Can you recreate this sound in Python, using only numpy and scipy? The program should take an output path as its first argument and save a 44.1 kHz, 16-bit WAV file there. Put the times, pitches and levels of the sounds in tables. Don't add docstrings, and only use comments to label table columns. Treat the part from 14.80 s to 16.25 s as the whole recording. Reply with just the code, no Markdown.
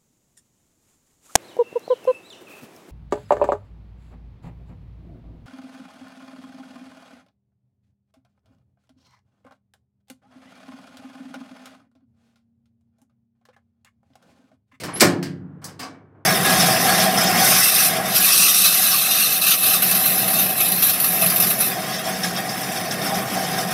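import sys
import numpy as np
from scipy import signal
from scipy.fft import irfft, next_fast_len
from scipy.io import wavfile

SR = 44100
rng = np.random.default_rng(int(sys.argv[2]) if len(sys.argv) > 2 else 0)


def materialize(psi):
    bounded = np.clip(np.atleast_2d(psi).T, -1, 1)
    quanta = np.round(bounded * 32767).astype(np.int16)
    wavfile.write(sys.argv[1], SR, quanta)


N = 63945
TIME = np.arange(N) / SR

# t/s, rise/s, then level/dB at each pitch of TONE_HZ
CONTACTS = [ (0.000, 0.002, -44.5, -61, -41, -44, -46), (0.008, 0.0066, -42, -49, -65, -50, -60),
            (0.0355, .0002, -50.5, -34.5, -38.5, -37.5, -40), (0.081, 0.002, -44, -35.5, -47, -48.5, -72.5),
            (0.120, 0.016, -59, -45, -41, -51, -64), (0.158, 0.001, -39, -49, -39.5, -40, -61),
            (0.199, .0005, -40, -41, -31.5, -23, -31.5), (0.2067, 0.0008, -40, -30, -20, -15, -16),
            (0.2155, 0.003, -21.5, -21.5, -22, -50, -52), (0.4276, 0.00049, -47, -46.5, -40, -38.5, -45),
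            (0.817, 0.0078, -60, -43.5, -54, -63, -63.5), (0.8421, 0.00035, -53.5, -49, -62.5, -37.5, -39),
            (0.877, 0.0036, -51.5, -55.5, -55, -52.5, -75),
            (0.9927, 0.0041, -46.5, -38.5, -42, -39.5, -43.5),
            (1.025, 0.0039, -43, -41, -51.5, -39.5, -57.5), (1.143, 0.0024, -61, -60, -59.5, -88, -94.5),
            (1.345, .008, -56.5, -61.5, -77, -104, -115)]
TONE_HZ = (450, 1100, 2300, 5200, 13000)


def clatter():
    # f/Hz, t60/s
    decay = [(100, 0.5), (300, 0.79), (600, 0.42), (1300, 0.45), (2000, 0.29), (3000, 0.3), (5000, 0.24),
             (9000, 0.21), (15000, 0.12)]
    out, ripple = np.zeros(N), clusters()
    pushes = np.array([np.diff(swelling(s, rise) ** 2, prepend=0) for s, rise, *_ in CONTACTS])
    edges_hz = np.geomspace(50, 17000, 19)
    for low, high in zip(edges_hz, edges_hz[1:]):
        hz = np.sqrt(low * high)
        energy = strengths(hz) ** 2 @ pushes
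        # level/dB, t60/s
        stages = (-5, 0.0071), (-13.5, 0.13), (-1.5, at_hz(decay, hz))
        power = sum(from_db(db) ** 2 * linger(energy, t60) for db, t60 in stages)
        out += np.sqrt(power) * noise(low / 1.05, high * 1.05, ripple)
    shudder = from_db(0.68 * noise(40, 300))
    return lattice_colour(out * shudder)


def strengths(hz):
    levels = [np.interp(np.log(hz), np.log(TONE_HZ), tone_db) for _, _, *tone_db in CONTACTS]
    bass_cut_hz, treble_cut_hz = 200, 24000
    return from_db(levels) / np.sqrt(1 + (bass_cut_hz / hz) ** 6 + (hz / treble_cut_hz) ** 8)


def clusters():
    spread_db, spacing_hz = 2, 45
    hz = np.linspace(0, SR / 2, next_fast_len(N, real=True) // 2 + 1)
    heights_db = spread_db * rng.standard_normal(4000)
    depth = np.clip(hz / TONE_HZ[1], 0, 1)
    return from_db(depth * np.interp(hz / spacing_hz, np.arange(len(heights_db)), heights_db))


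def lattice_colour(x):
    # f/Hz, level/dB, width/Hz
    bells = [(604, 1.5, 23), (737, 6, 100), (905, -4, 200), (1124, 2.5, 38), (1700, 1, 200),
             (2240, 4.5, 150), (3500, -4, 690), (4840, 3.5, 400), (6300, -2.5, 400)]
    for hz, db, width_hz in bells:
        w, g = 2 * np.pi * hz / SR, from_db(db / 2)
        a, c = np.sin(w) * width_hz / (2 * hz), -2 * np.cos(w)
        x = signal.lfilter([1 + a * g, c, 1 - a * g], [1 + a / g, c, 1 - a / g], x)
    return x


def bars():
    # f/Hz, level/dB, t60/s
    modes = [(1042.6, -9, 0.21), (1445, -9, 0.16), (2310, -10, .25), (3643, -11.5, 0.2), (4286, -7, 0.24),
             (4960, -11, 0.17), (5400, -11.5, .21), (5543, -11.5, .21), (5886, -11.5, 0.19),
             (7890, -9.5, .18), (8356, -9, 0.19), (8570, -6.5, 0.15), (9292, -9.5, .15)]
    spread_db = 2
    out, times = np.zeros(N), [row[0] for row in CONTACTS]
    chance = rng.standard_normal((len(CONTACTS), 2, len(modes))).T
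    for (hz, db, t60), (scatter, polarity) in zip(modes, chance):
        sizes = strengths(hz) * np.sign(polarity) * from_db(db + spread_db * scatter)
        out += resonate(clicks(times, sizes), hz, t60)
    return out


def stop_post():
    # t/s, level/dB
    slam = [(0.2127, 1)]
    # f/Hz, level/dB, t60/s
    modes = [(228.9, -12, .2), (372, -7.5, 0.14), (1009, -20.5, .2), (1066, -20, .15), (1238, -22.5, .22),
             (1436, -18, .19), (1705, -23, 0.34), (1786, -21, .25), (2357, -23, 0.22)]
    s, hit_db = np.transpose(slam)
    blow = clicks(s, from_db(hit_db))
    return sum(from_db(db) * swing(blow, hz, t60, cycles=2.5) for hz, db, t60 in modes)


def panels():
    # t/s, level/dB
    jolts = [(0.022, -17.5), (0.2184, -1), (0.262, -12), (0.405, -20)]
    # f/Hz, level/dB, t60/s
    modes = [(99.2, -33, 3), (110.4, -24.5, 0.51), (148.7, -24, 2.1), (174.6, -20.5, 1.6),
             (183.1, -29.5, 1.7), (211.5, -13, 0.12), (272.2, -21, 1.1), (302.1, -15.5, 0.51),
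             (347.6, -17.5, 0.75), (466.5, -18.5, 0.34), (497, -26, 0.34), (576.4, -13.5, 0.26),
             (675, -21.5, 0.24), (754, -27, 0.25)]
    soft_hz = 259.6
    s, jolt_db = np.transpose(jolts)
    ring = np.zeros(N)
    for k, (hz, db, t60) in enumerate(modes):
        blows = clicks(s, from_db(jolt_db * max(1, np.sqrt(hz / soft_hz))))
        ring += (-1) ** k * from_db(db) * swing(blows, hz, t60, cycles=2.3)
    boom_power = sum((from_db(db) * swelling(start, rise_s=0.028) * dying(start, t60=1.5)) ** 2
                     for start, db in jolts)
    return ring + from_db(-25.5) * np.sqrt(boom_power) * noise(98, 293)


def pivot():
    # t/s, f/Hz, level/dB
    squeak = [(0.134, 10200, -50), (0.141, 10380, -26.5), (0.149, 10560, -30.5), (0.153, 10800, -25),
              (0.168, 10950, -29.5), (0.181, 11250, -31), (0.190, 11200, -39.5), (0.198, 11050, -57.5)]
    s, hz, db = np.transpose(squeak)
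    wobble_hz = 110
    pitch = np.interp(TIME, s, hz) + wobble_hz * noise(54, 600)
    envelope = from_db(np.interp(TIME, s, db)) * (TIME > s[0]) * (TIME < s[-1])
    tone = envelope * np.sin(2 * np.pi * np.cumsum(pitch) / SR)
    walls = rng.standard_normal(N) * dying(0, t60=0.15)
    smear = signal.fftconvolve(tone, walls / np.linalg.norm(walls))[:N]
    return tone + from_db(-3.5) * smear


def strut():
    # t/s, level/dB
    hits = [(0.4275, -2.5), (0.843, -12)]
    # f/Hz, level/dB, t60/s
    modes = [(1608, -40, 0.43), (1725, -43, 0.41), (1844, -41, 0.37), (1994, -45, 0.41),
             (4366, -34.5, 0.12), (4766, -35.5, 0.24), (4950, -43, .2), (5110, -45.5, 0.2)]
    return knock(hits, modes)


def latch():
    # t/s, level/dB
    hits = [(0.996, 0.5), (1.031, 3.5)]
    # f/Hz, level/dB, t60/s
    modes = [(265.6, -41, 0.57), (1141, -40.5, 0.23), (2293, -53, 0.49), (2620, -45, 0.15),
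             (4540, -49, .15), (4850, -43, 0.14), (4894, -42, 0.14), (5100, -47, 0.13)]
    return knock(hits, modes)


def shaft():
    # f/Hz, relative level/dB
    spectrum = [(30, -22.5), (55, -14.5), (100, 5), (170, -5.5), (330, -3), (700, -16), (1500, -19.5),
                (2500, -37.5), (4500, -56), (14000, -67)]
    start_db, fade_db_per_s = -44, 7.5
    rumble = shaped_noise(lambda hz: from_db(at_hz(spectrum, hz)))
    return from_db(start_db - fade_db_per_s * TIME) * rumble


def knock(hits, modes):
    s, hit_db = np.transpose(hits)
    blows = clicks(s, from_db(hit_db))
    return sum(from_db(db) * resonate(blows, hz, t60) for hz, db, t60 in modes)


def swing(x, hz, t60, cycles):
    swell_t60 = 1 / (1 / t60 + hz / (np.log(1000) * cycles))
    return resonate(x, hz, t60) - resonate(x, hz, swell_t60)


def resonate(x, hz, t60):
    r, w = np.exp(-np.log(1000) / (t60 * SR)), 2 * np.pi * hz / SR
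    return signal.lfilter([0, np.sin(w)], [1, -2 * r * np.cos(w), r * r], x)


def clicks(times, sizes):
    return np.bincount((np.clip(times, 0, None) * SR).astype(int), sizes, N)[:N] + 1e-18


def linger(energy, t60):
    return signal.lfilter([1], [1, -np.exp(-2 * np.log(1000) / (t60 * SR))], energy + 1e-18)


def swelling(start, rise_s):
    return 1 - np.exp(-np.clip((TIME - start) / rise_s, 0, 40))


def dying(start, t60):
    return (TIME >= start) * np.exp(-np.log(1000) * np.maximum(TIME - start, 0) / t60)


def noise(low_hz, high_hz, ripple=1):
    width_hz = high_hz - low_hz
    return shaped_noise(lambda hz: ripple / (1 + ((hz - low_hz * high_hz / hz) / width_hz) ** 4))


def shaped_noise(gain_at):
    size = next_fast_len(N, real=True)
    hz = np.maximum(np.arange(size // 2 + 1) * SR / size, 1)
    x = irfft(gain_at(hz) * rng.standard_normal(2 * len(hz)).view(complex), size)[:N]
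    return x / x.std()


def at_hz(points, hz):
    f, value = np.transpose(points)
    return np.interp(np.log(hz), np.log(f), value)


def from_db(db):
    return 10 ** (np.asarray(db) / 20)


def scene():
    return (clatter() + bars() + stop_post() + panels() + pivot() + strut() + latch() + shaft())[None]


def record(dry):
    ceiling, low_cut_hz, high_cut_hz = 1.9, 60, 15800
    rounded = ceiling * np.tanh(dry / ceiling)
    x = signal.sosfilt(signal.butter(2, low_cut_hz, "high", fs=SR, output="sos"), rounded)
    return signal.sosfilt(signal.ellip(12, .2, 90, high_cut_hz, fs=SR, output="sos"), x)


dry = scene()
out = record(dry)
materialize(out)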